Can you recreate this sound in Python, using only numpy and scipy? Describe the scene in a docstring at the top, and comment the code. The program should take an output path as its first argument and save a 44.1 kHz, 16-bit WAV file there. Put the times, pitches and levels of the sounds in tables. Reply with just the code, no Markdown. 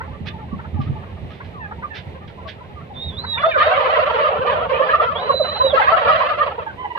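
"""A flock of turkeys in a plastic-roofed shed, heard from the edge of the pen.
Over a low rumble, a soft rustle and faint far calls, birds yelp and peep, toms spit and dull bumps knock.
A thin gliding whistle begins at 2.9 s and the flock gobbles from 3.4 s; a second begins at 5.2 s and
it gobbles again. Voices are sums of gliding harmonics, spits and bumps damped or resonant noise and tone,
whistles single wavering tones; sparse random echoes stand for the shed."""
import sys
import numpy as np
from scipy import signal
from scipy.fft import rfft, irfft, next_fast_len
from scipy.io import wavfile
from scipy.ndimage import uniform_filter1d, minimum_filter1d

SR = 44100
rng = np.random.default_rng(int(sys.argv[2]) if len(sys.argv) > 2 else 0)


def unload_audio(sound):
    """Save the sound as a 16-bit wav file, at the path given as the first command line argument."""
    columns = np.transpose(np.atleast_2d(sound))
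    # keep every value between -1 and 1, then stretch to whole-number steps
    steps = np.round(np.clip(columns, -1, 1) * 32767)
    wavfile.write(sys.argv[1], SR, steps.astype(np.int16))


N = 307818
TIME = np.arange(N) / SR

# Frequency bands of the massed voice: fundamentals, throat ring, lower, middle and upper rasp.
# Each row: lower edge and upper edge in Hz.
REGISTERS = [(410, 805), (825, 1420), (1520, 2100), (2200, 3300), (3400, 4600)]
# Balance of those bands. Each row: level in dB relative to the surge, share of the surge's brightness,
# left over right in dB.
REGISTER_MIX = [(-2.5, -0.19, -2), (-0.5, 0.35, -1), (-11, 1, -3), (-12, 0.52, -7), (-24.5, 0.98, -8)]


def crowd(hiss_db=-8, patchy_db=4):
    """Subband envelope shaping: the massed gobble is split into registers, each following the surges."""
    voices = gobblers(count=12)
    voices = evened(voices + amp(-16) * shed(voices))
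    voices += amp(-44) * noise_pair(N, .4)
    out = np.zeros((2, N))
    for band, (level_db, bright_share, pan_db) in zip(REGISTERS, REGISTER_MIX):
        bandpass = signal.butter(3, band, "bandpass", fs=SR, output="sos")
        part = signal.sosfiltfilt(bandpass, voices)
        part = part / part.std(1, keepdims=True) * sides(pan_db)
        # level the band's own slow swells, then impose those of the surges
        power = uniform_filter1d(uniform_filter1d((part ** 2).mean(0), size=1800), size=1100)
        part *= amp(level_db) * surging(bright_share) / np.sqrt(abs(power) + 1e-9)
        out += part
    # a harsh hiss, patchy in time and frequency, rides on the top register (the last part)
    hiss_colour = [(2400, -28.0), (3300, -12.5), (4650, 3.5), (5200, -8.5), (5800, -13.5),
                   (6800, -32), (12000, -62)]  # (Hz, relative dB)
    hiss = coloured(noise_pair(N, 0.25), hiss_colour)
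    spectra = signal.stft(hiss, nperseg=512)[2]
    patches = uniform_filter1d(rng.standard_normal(spectra.shape[1:]), size=4, axis=0)
    patches = evened(uniform_filter1d(patches, size=6, axis=1))
    hiss = signal.istft(spectra * amp(patchy_db * patches), nperseg=512)[1][:, :N]
    pulses = np.sqrt(abs(uniform_filter1d((part ** 2).mean(0), size=900)))
    out += amp(hiss_db) * evened(hiss) * pulses * sides(-8.5)
    return ported(out)


# Surges of gobbling, as groups of toms set each other off.
# Each row: start in seconds, hold in seconds, level in dB, brightness in dB (shared out by register).
SURGES = [(3.365, 0.12, -30.5, 7.5), (3.559, 0.077, -21, 9.5), (3.659, 0.32, -18.5, 0),
          (3.951, 0.33, -20, -1), (4.176, 0.052, -21.5, -3), (4.271, 0.37, -21.5, -7.5),
          (4.459, 0.041, -20.5, 3.5), (4.684, 0.26, -22.5, -1.5), (4.892, 0.029, -19.5, 0),
          (5.003, 0.013, -17, -0.5), (5.108, 0.21, -25.5, -3), (5.415, 0.27, -28.5, 0.5),
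          (5.72, 0.15, -23.5, 8), (5.886, 0.13, -19, 1), (6.042, 0.098, -16.5, 0.5),
          (6.138, 0.17, -21.5, 2.5), (6.362, 0.11, -22.5, -1.5), (6.572, 0.036, -30.5, -1.5),
          (6.95, .03, -34.5, 6.5)]


def surging(bright_share, rise_s=0.016, growth_db_per_s=0.5, release_db_per_s=163):
    """Power addition of envelopes: each surge rises fast, barely grows while held, then dies away."""
    power = np.zeros(N)
    for s, hold, db, bright_db in SURGES:
        first = round(s * SR)
        t = TIME[:N - first][:SR]
        change_db = growth_db_per_s * t - release_db_per_s * np.maximum(t - hold, 0)
        surge = np.minimum(t / rise_s, 1) * amp(db + bright_share * bright_db + change_db)
        power[first:first + len(t)] += surge ** 2
    return np.sqrt(power)


# Drift of the crowd's central pitch. Each row: time in seconds, pitch in Hz.
CROWD_PITCH = [(3.6, 611.8), (4.3, 543.6), (5.6, 573.8), (5.9, 618), (6.25, 626.3), (6.45, 555.4)]


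def gobblers(count, bird_spread=0.0802, spread=0.125, syllables_per_s=22, uneven=.22, swoop=0.0893,
             timbre_db=3.5, pan_spread_db=1.0, lead_spread_ms=0.2, join_db=-24, join_spread_db=8):
    """Superposed voices: each tom rattles off gliding syllables; in the lulls the shy ones fade most."""
    out = np.zeros((2, N))
    length_s, loud_db = .04, 2.8
    excitement = surging(0)
    ranks = np.linspace(-1, 1, count)
    for voice, shyness in zip(ranks, rng.permutation(ranks)):
        draws = rng.standard_normal((90, 16))
        gaps = np.exp(uneven * draws[:, 0]) / syllables_per_s
        starts = SURGES[0][0] - .15 + np.cumsum(gaps)
        # a tom calls at full strength once the surge passes its own joining level
        joining = amp(join_db + join_spread_db * shyness)
        keenness = np.minimum(np.interp(starts, TIME, excitement) / joining, 1) ** 2
        for s, keen, draw in zip(starts, keenness, draws):
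            _, long, high, rise, arch, loud, side, lead, *timbre = draw
            bend = swoop * np.array([-rise, arch / 2, rise])
            centre_hz = np.interp(s, *np.transpose(CROWD_PITCH))
            pitches = centre_hz * np.exp(bird_spread * voice + spread * high + bend)
            # a random level for each of the eight harmonics: some hollow, some ringing on an overtone
            harmonics_db = loud_db * loud + timbre_db * np.array(timbre)
            sound = note(length_s * np.exp(uneven * long), pitches, harmonics_db, pan_spread_db * side,
                         lead_spread_ms * lead, jitter=.007, rough=.1, fall_db=0)
            add(out, s, keen * sound)
    return out


# Short rising yelps, all alike in shape. Each row: start in seconds, pitch in Hz, level in dB.
YELPS = [(.002, 462, -27), (.587, 456, -34), (0.644, 442, -35.5), (1.028, 478, -41.5), (1.4, 512, -33.5),
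         (1.709, 441, -30.5), (1.82, 505, -32), (3.236, 468, -28), (3.368, 479, -25)]
# Harmonics of a yelp, a weak fundamental under strong overtones: levels in dB added to the yelp's own.
YELP_HARMONICS_DB = [-16.5, -1.5, -3.5, -8, -28.5]
# Nearly pure peeps. Each row: start in seconds, length in seconds before the taper's stretch,
# pitch in Hz, level in dB, left over right in dB.
PEEPS = [(0.075, 0.026, 846, -37, 1), (0.332, 0.049, 883, -37.5, 5), (0.409, .047, 848, -37, 4),
         (0.511, 0.044, 1133, -36.5, -4), (0.763, 0.05, 831, -33.5, 8), (0.798, 0.033, 1180, -33.5, -3),
         (0.951, 0.037, 870, -36, 1), (1.78, 0.03, 925, -40.5, 4), (1.832, 0.033, 1188, -26, -2),
         (2.373, 0.039, 1010, -38.5, -1), (2.45, 0.039, 655, -36, 0), (2.451, 0.028, 1117, -36.5, 16),
         (2.604, 0.0284, 994, -37, 1), (2.756, 0.056, 1190, -39.5, -4), (2.898, 0.038, 820, -35, 3),
         (6.662, 0.023, 886, -25.5, -4), (6.658, 0.064, 1593, -32, -1), (6.842, 0.029, 828, -23.5, -1)]
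# Reedy calls that slide in pitch. Each row: start in seconds, length in seconds,
# pitch in Hz at the start, middle and end, level in dB, overtone offset in dB, left over right in dB.
SLIDES = [(1.521, 0.12, 1390, 1080, 900, -38, -40, 2), (1.59, 0.096, 953, 855, 770, -40.5, 5, -2.5),
          (1.898, 0.056, 914, 877, 820, -42, 8, -8), (3.314, 0.074, 1034, 912, 950, -33, -4, -0.5),
          (5.013, 0.14, 1318, 1318, 890, -20, -33, 6.5)]
# Overtones of a sliding call from the second harmonic up: levels in dB added to its level and offset.
SLIDE_HARMONICS_DB = [2.5, -15.5, -29.5]
# One bird's reedy whine, broken into notes. Each row: start in seconds,
# length in seconds before the taper's stretch, pitch in Hz, level in dB.
WHINES = [(6.773, 0.12, 1019, -30.5), (6.9, 0.031, 980, -28), (6.951, 0.0153, 957, -22.5)]
# Harmonics of the whine: levels in dB added to the note's own.
WHINE_HARMONICS_DB = [2, -8.5, -15.5]
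# Gobble syllables of the nearest toms. Each row: start in seconds, length in seconds before the taper's
# stretch, pitch in Hz, glide as a share of the pitch, throat resonance in octaves above the pitch,
# level in dB of the strongest harmonic, left over right in dB, lead of the left ear in ms.
SYLLABLES = [(3.377, 0.014, 477, -0.069, 2.33, -23.5, -4, 0.042),
             (3.422, 0.023, 505, 0.39, 1.55, -22, 9, 0.17), (3.433, 0.023, 620, 0.21, 0.67, -11, -2, -0.22),
             (3.447, 0.053, 662, -0.02, .03, -10.5, -7, 0.11),
             (3.509, 0.025, 595, -0.13, 1.85, -23.5, -2.5, -0.11),
             (3.534, 0.043, 507, -0.24, 1.55, -18.5, -4.5, -0.23),
             (3.551, 0.034, 568.6, -0.51, 0.49, -17.5, -2.5, -0.47),
             (3.571, 0.03, 619, -0.049, 1, -17, 0, -0.21),
             (3.597, 0.037, 611.6, 0.11, 1.2, -12.5, 0.5, -0.1),
             (3.655, 0.033, 616, 0.34, .27, -16, -1.5, -0.2),
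             (3.693, 0.061, 732, 0.134, 0.38, -21.5, 0.5, -0.042),
             (3.73, 0.033, 561, -.08, 2, -24, -2, 0.095),
             (3.775, 0.018, 584, -0.03, .45, -17, -4.5, -0.024),
             (3.943, 0.016, 654, -0.013, 1.6, -21.5, -2.5, 0.12),
             (3.979, 0.024, 595, -0.16, .15, -16, -7, -0.095),
             (4.237, 0.041, 619, -0.028, 1, -16, -5, -0.26),
             (4.467, 0.025, 591, 0.12, 0.65, -17.5, -2, 0.033),
             (4.708, 0.037, 534.3, -0.29, 0.042, -15.5, -8.5, -0.18),
             (4.718, 0.065, 493, 0.18, 2.38, -30.5, -6, 0.075),
             (4.795, 0.025, 545, -0.066, 0.45, -13, -6.5, 0.25),
             (4.815, 0.034, 589, 0.13, 1.14, -17.5, -5, 0.15),
             (4.887, 0.021, 563, 0.17, 1.6, -17, -1.5, 0.16),
             (4.93, 0.032, 606, -0.11, 1.1, -11, -1.5, 0.085),
             (4.997, 0.016, 610, -0.031, 0.67, -10.5, -1, 0.19),
             (5.014, 0.014, 650, 0.42, .2, -20, 10, 0.034), (5.021, .04, 521, -0.28, 1, -23.5, -14, 0.25),
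             (5.291, 0.026, 543, -0.23, 0.57, -12.5, -5, -0.31),
             (5.337, 0.02, 546, -0.4, .03, -18, -3, 0.022),
             (5.395, 0.032, 586, -0.42, 0.22, -13, -4.5, 0.07),
             (5.598, 0.033, 513.5, 0.11, .72, -11, -3, -0.45),
             (5.631, 0.052, 543, -0.03, 0.05, -13.5, -2, -0.21),
             (5.727, 0.026, 562, -0.35, .05, -11.5, -5.5, -0.097),
             (5.767, 0.03, 650, 0.0085, .84, -11.5, 18, -0.27),
             (5.793, 0.028, 839, -0.26, .15, -13.5, 4.5, -0.25),
             (5.815, 0.016, 520, 0.14, 1.67, -12, -9.5, -0.39),
             (5.865, 0.029, 584, 0.4, 1.5, -20.5, -7, -0.12), (5.873, 0.025, 581, 0.22, 1, -8, -3, 0.39),
             (5.922, 0.026, 666.5, 0.095, 0.5, -9, 5.5, 0.038),
             (5.964, .034, 600, 0.17, 1.22, -24, 2, -0.079), (6.067, 0.013, 684, 0.12, .6, -19, 0.5, 0.015),
             (6.083, .04, 626.4, -0.11, .9, -13.5, -2, 0.19),
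             (6.197, 0.043, 548, 0.23, 1.1, -16.5, -10, 0.1),
             (6.311, 0.021, 607, -0.08, 0.66, -18.5, 19, .05),
             (6.403, 0.029, 617, 0.086, 1.11, -12, -2.5, 0.14),
             (6.578, 0.022, 480.5, 0.25, 0.58, -23, -2.5, 0.32)]


def near_birds(wet_db=-13, overtone_db=-22, yelp_pan_db=0.0, whine_pan_db=-7, whine_glide=-0.064):
    """Harmonic synthesis: yelps, peeps, slides, whines and gobble syllables that stand out."""
    out = np.zeros((2, N))
    yelp_s, yelp_glide = 0.0221, 0.28  # length before the stretch; rise as a share of the pitch
    for s, hz, db in YELPS:
        harmonics_db = db + np.array(YELP_HARMONICS_DB)
        # unsteady cycles make a yelp raspy
        add(out, *syllable(s, yelp_s, hz, yelp_glide, harmonics_db, yelp_pan_db, jitter=0.045))
    for s, length, hz, db, pan_db in PEEPS:
        glide = -2.8 * length  # longer peeps fall further
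        add(out, *syllable(s, length, hz, glide, [db, db + overtone_db], pan_db))
    for s, length, *pitches, db, reed_db, pan_db in SLIDES:
        harmonics_db = db + np.append(0, reed_db + np.array(SLIDE_HARMONICS_DB))
        add(out, s, note(length, pitches, harmonics_db, pan_db, lead_ms=0.31,
                         jitter=0.0099, rough=0.27, fall_db=22.5))
    for s, length, hz, db in WHINES:
        harmonics_db = db + np.array(WHINE_HARMONICS_DB)
        add(out, *syllable(s, length, hz, whine_glide, harmonics_db, whine_pan_db))
    for s, length, hz, glide, octaves, db, pan_db, lead_ms in SYLLABLES:
        add(out, *syllable(s, length, hz, glide, db + throat(octaves), pan_db, lead_ms))
    return out + amp(wet_db) * shed(out)


def throat(octaves, count=6, fall_db_per_octave=34.5):
    """Formant principle: the harmonic nearest the throat resonance rings loudest (0 dB)."""
    db = -fall_db_per_octave * abs(np.log2(np.arange(count) + 1) - octaves)
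    return db - db.max()


def syllable(s, length, hz, glide, harmonics_db, pan_db, lead_ms=-0.21, stretch=1.2, arch_per_s=0.91,
             jitter=.015):
    """Arched glide: a near bird's start time and note; long notes arch more."""
    sag = arch_per_s * length
    pitches = hz * np.array([1 - glide / 2 - sag, 1, 1 + glide / 2 - sag])
    start = s - length * (stretch - 1) / 2  # the stretch makes room for the taper on both sides
    return start, note(length * stretch, pitches, harmonics_db, pan_db, lead_ms,
                       jitter=jitter, rough=0.17, fall_db=22.5)


def note(length, pitches, harmonics_db, pan_db, lead_ms, jitter, rough, fall_db, top_hz=4200):
    """Fourier synthesis: harmonics of an arched pitch with unsteady cycles and a high cutoff."""
    n = int(length * SR)
    arch = np.polyfit([0, .5, 1], pitches, 2)
    hz = np.polyval(arch, np.arange(n) / n)
    turns = np.cumsum(hz * (1 + jitter * wander(n, 484.6))) / SR
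    turns = np.array([turns, turns - hz * lead_ms / 1000])  # left, right
    k = np.arange(1, 9)
    # harmonics beyond those given fall by fall_db each
    db = np.concatenate([harmonics_db, harmonics_db[-1] - fall_db * k])[:len(k)]
    gains = amp(db) / np.sqrt(1 + (k * pitches[1] / top_hz) ** 20)
    voice = np.sin(2 * np.pi * (turns[..., None] * k + rng.random(len(k)))) @ gains
    envelope = (1 + rough * wander(n, 400)) * signal.windows.tukey(n, .8)
    return np.sqrt(2) * voice * envelope * sides(pan_db)


# Two whistles, one list each.
# Each row: time in seconds, pitch in Hz, level in dB before the overall whistle gain.
WHISTLES = [
    [(2.93, 3600, -60), (2.965, 3560, -40), (2.998, 3600, -32.5), (3.055, 3810, -35.5), (3.1, 3680, -34.5),
     (3.115, 3380, -48), (3.168, 3470, -42), (3.19, 3930, -26), (3.232, 4210, -50), (3.275, 3900, -34),
     (3.33, 3825, -23), (3.4, 3410, -38), (3.504, 3640, -40), (3.58, 3645, -47), (3.71, 3790, -35.5)],
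    [(5.15, 3220, -23.5), (5.175, 3380, -33.5), (5.213, 3930, -42), (5.29, 4050, -39.5),
     (5.355, 3974, -28.5), (5.603, 4048, -32), (5.69, 3820, -26), (5.735, 3040, -37.5)],
]


def whistles(level_db=3.0, waver=0.0067, flutter=.22, wet_db=-12, lead_ms=-0.32, airy_db=-52, airy_hz=800):
    """Frequency and amplitude modulation: thin quavering tones with a fringe of air noise around them."""
    out = np.zeros((2, N))
    for whistle in WHISTLES:
        s, pitch_hz, db = np.transpose(whistle)
        t = np.arange(s[0], s[-1], 1 / SR)
        hz = uniform_filter1d(np.interp(t, s, pitch_hz), size=700)
        hz = hz * (1 + waver * wander(len(t), 250))
        turns = np.cumsum(hz) / SR
        turns = np.array([turns, turns - hz * lead_ms / 1000])  # left, right
        strength = amp(np.interp(t, s, db)) * (1 + flutter * wander(len(t), 70))
        strength = strength + amp(airy_db) * wander(len(t), airy_hz)
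        strength = strength * signal.windows.tukey(len(t), .06)
        add(out, t[0], np.sqrt(2) * strength * np.sin(2 * np.pi * turns) * sides(-7.0))
    return amp(level_db) * (out + amp(wet_db) * shed(out))


# Spits of strutting toms and feather swishes. Each row: start in seconds, level in dB,
# rise in seconds, hold in seconds, decay time constant in seconds.
SPITS = [(0.254, -30.5, 0.025, 0.0093, 0.0034), (0.802, -45.5, 0.014, 0.0044, 0.051),
         (1.302, -47.5, 0.0044, .005, 0.096), (1.442, -47.5, 0.0052, .005, 0.03),
         (1.937, -35, 0.019, 0.025, 0.017), (2.275, -46.5, 0.0031, .005, 0.024),
         (2.469, -35.5, 0.019, 0.0096, 0.019)]
# Spectrum of the spat air. Each row: frequency in Hz, relative density in dB per Hz.
SPIT_COLOUR = [(1000, -28), (1600, -10), (3300, -11.5), (5000, -20.5), (6200, -33.5), (7000, -50),
               (10000, -50.5)]
# Resonances of the throat and beak. 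Each row: frequency in Hz, width in Hz, level in dB beside the air.
SPIT_RINGS = [(1630, 180, -0.5), (2280, 810, -2.5), (3450, 410, -1)]


def spits(wet_db=-9, grain=0.14, grains_per_s=360):
    """Source and filter: sputtering air noise excites resonances; each puff swells, holds and decays."""
    out, t = np.zeros((2, N)), np.arange(SR // 4) / SR
    for s, db, rise, hold, decay in SPITS:
        air = coloured(noise_pair(len(t), 0.82), SPIT_COLOUR)
        air = air * (1 + grain * wander(len(t), grains_per_s))
        puff = air.copy()
        for hz, width, ring_db in SPIT_RINGS:
            puff += amp(ring_db) * signal.lfilter(*signal.iirpeak(hz, hz / width, SR), air)
        shape = np.minimum(t / rise, 1) * np.exp(-np.maximum(t - rise - hold, 0) / decay)
        add(out, s, amp(db) * evened(puff) * shape * sides(-8.0))
    return out + amp(wet_db) * shed(out)


def tick(s=5.815, db=-56, width_s=0.016):
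    """Exponential envelope on white noise: a faint bright crackle during the second gobbling."""
    return amp(db) * noise_pair(N, .6) * np.exp(-abs(TIME - s) / width_s)


# Soft low bumps. Each row: start in seconds, peak level in dB of the swing's envelope, pitch in Hz,
# decay in seconds (the envelope peaks at half of it).
BUMPS = [(0.206, -23, 159, 0.0074), (0.527, -17, 184, 0.011), (0.729, -22, 89, 0.031),
         (0.79, -15.5, 138, 0.013), (0.865, -19, 90, 0.012), (0.894, -16, 132.6, 0.013),
         (1.223, -24.5, 106, 0.016), (2.066, -29.5, 142, 0.016), (4.39, -25, 149, 0.0043)]


def bumps(scuff_db=-7, wet_db=-12):
    """Heavily damped oscillation: dull knocks, each a low swing with a soft noise scuff."""
    out, t = np.zeros((2, N)), np.arange(SR // 4) / SR
    scuff_colour = [(30, -25.5), (80, 0.5), (220, -3.0), (400, -18.0), (4000, -79.5)]  # (Hz, relative dB)
    for s, db, hz, decay in BUMPS:
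        scuff = evened(coloured(noise_pair(len(t), 0.27), scuff_colour))
        shape = t / (decay / 2) * np.exp(1 - t / (decay / 2))
        knock = np.sin(2 * np.pi * hz * t) + amp(scuff_db) * scuff
        add(out, s, amp(db) * shape * knock * sides(-6))
    return out + amp(wet_db) * shed(out)


def far_birds(count=140, level_db=-50.5):
    """Random superposition: faint clucks and yelps scattered evenly in time and from side to side."""
    out = np.zeros((2, N))
    for when, high, rise, loud, side in rng.random((count, 5)):
        glide = 0.35 * (rise - .5) * np.array([-1, 0, 1])
        pitches = (400 + 240 * high) * (1 + glide)
        harmonics_db = np.array([-5, 0, -8]) + 6 * loud
        add(out, when * N / SR, note(.04, pitches, harmonics_db, 10 * (side - .5), side - .5,
                                     jitter=.02, rough=.25, fall_db=6))
    return amp(level_db) * (out + .5 * shed(out))


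# Course of the rumble. Each row: time in seconds, mean level in dB.
RUMBLE = [(0, -33), (.9, -34), (2.8, -38), (3.1, -32.5), (3.6, -42.5), (4.7, -38), (5.7, -38), (7, -45.5)]
# Spectrum of the rumble. Each row: frequency in Hz, relative density in dB per Hz.
RUMBLE_COLOUR = [(20, -35.5), (45, -17.5), (65, -5.5), (85, 2), (105, -7), (170, -8), (250, -15.5),
                 (400, -39.5), (900, -44)]
# Spectrum of the rustle. Each row: frequency in Hz, relative density in dB per Hz.
RUSTLE_COLOUR = [(150, -15), (400, 2), (900, -4.5), (1450, -16.5), (2000, -10.5), (3700, -19), (5000, -33),
                 (6500, -40.5), (15000, -47)]


def background(lumps_db=2.5, rustle_db=-42.5, stir_db=1.36, rumble_pan_db=-4, rustle_pan_db=-3.0):
    """Filtered noise: a lumpy low rumble and the steady soft rustle of birds on litter."""
    level_db = np.interp(TIME, *np.transpose(RUMBLE)) + lumps_db * wander(N, 28)
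    rumble = evened(coloured(noise_pair(N, 0.89), RUMBLE_COLOUR + [(4000, -93)]))
    rumble = rumble * amp(level_db) * sides(rumble_pan_db)
    rustle = evened(coloured(noise_pair(N, .5), RUSTLE_COLOUR))
    rustle = rustle * amp(rustle_db + stir_db * wander(N, 8.6)) * sides(rustle_pan_db)
    return rumble + ported(rustle)


# Reverberation of the shed. Each row: frequency in Hz, time in seconds to decay by 60 dB.
SHED = [(200, 0.27), (1000, 0.1), (3000, 0.13), (8000, 0.017)]


def shed(x):
    """Reverberation by convolution: sparse taps of random sign, each band dying at its own speed."""
    taps = rng.choice([-1., 1.], (2, SR // 2)) * (rng.random((2, SR // 2)) < 1 / 20)
    taps[:, :SR // 200] = 0  # no echo in the first 5 ms
    hz, t, z = signal.stft(taps, SR, nperseg=256)
    fading = amp(-60 * t / read(SHED, hz)[:, None])
    tail = signal.istft(z * fading, SR, nperseg=256)[1]
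    return signal.fftconvolve(x, tail / np.linalg.norm(tail[0]), axes=1)[:, :N]


# Phase between the ears for sound from across the shed.
# Each row: frequency in Hz, radians by which the left ear leads.
PORT_PHASE = [(450, 0.06), (800, 0.14), (1050, 2.66), (1720, 3.94), (2000, 7.55), (2950, 7.93), (3200, 9),
              (3900, 11.15)]


def ported(x):
    """Interaural phase: sound from across the shed reaches the two ears out of step."""
    lag = read(PORT_PHASE, np.fft.rfftfreq(N, 1 / SR))
    return np.array([x[0], irfft(rfft(x[1]) * np.exp(-1j * lag), N)])


def amp(db):
    """Logarithmic level: decibels to gain."""
    return 10 ** (np.asarray(db) / 20)


def evened(x):
    """Root mean square: scales to rms 1."""
    return x / np.sqrt(np.mean(x ** 2) + 1e-20)


def read(points, hz):
    """Log-frequency interpolation of a spectrum table."""
    f, value = np.transpose(points)
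    return np.interp(np.log(hz + 1), np.log(f + 1), value)


def coloured(x, points):
    """Spectral multiplication: filters by a table of Hz and dB."""
    n = x.shape[-1]
    size = next_fast_len(n)
    gain = amp(read(points, np.fft.rfftfreq(size, 1 / SR)))
    return irfft(rfft(x, size) * gain, size)[..., :n]


def wander(n, hz):
    """Slow random modulation: straight lines between normal draws, hz of them a second."""
    at = np.arange(n) * hz / SR
    return np.interp(at, np.arange(1024), rng.standard_normal(1024))


def noise_pair(n, same):
    """Interaural correlation: noise for two ears, alike to the degree `same`."""
    a, b = rng.standard_normal((2, n))
    same = np.clip(same, -1, 1)
    return np.array([a, same * a + np.sqrt(1 - same ** 2) * b])


def sides(pan_db):
    """Interaural level difference: left and right gains of mean power 1."""
    return evened(amp([[pan_db], [0]]))


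def add(mix, s, sound):
    """Superposition: mixes a stereo sound in at time s."""
    part = mix[:, max(round(s * SR), 0):][:, :sound.shape[1]]
    part += sound[:, :part.shape[1]]


def scene():
    """Linear superposition of all the sounds."""
    birds = crowd() + near_birds() + spits() + far_birds()
    return birds + whistles() + tick() + bumps() + background()


def record(dry, edge_hz=15600):
    """Peak limiting by a smoothed gain, then a linear-phase low-pass."""
    gain = np.minimum(1, .93 / (abs(dry).max(0) + 1e-9))
    gain = uniform_filter1d(minimum_filter1d(gain, size=301), size=301)
    lowpass = signal.firwin(511, edge_hz, window=("kaiser", 9), fs=SR)
    return signal.oaconvolve(dry * gain, lowpass[None], "same")


dry = scene()
out = record(dry)
unload_audio(out)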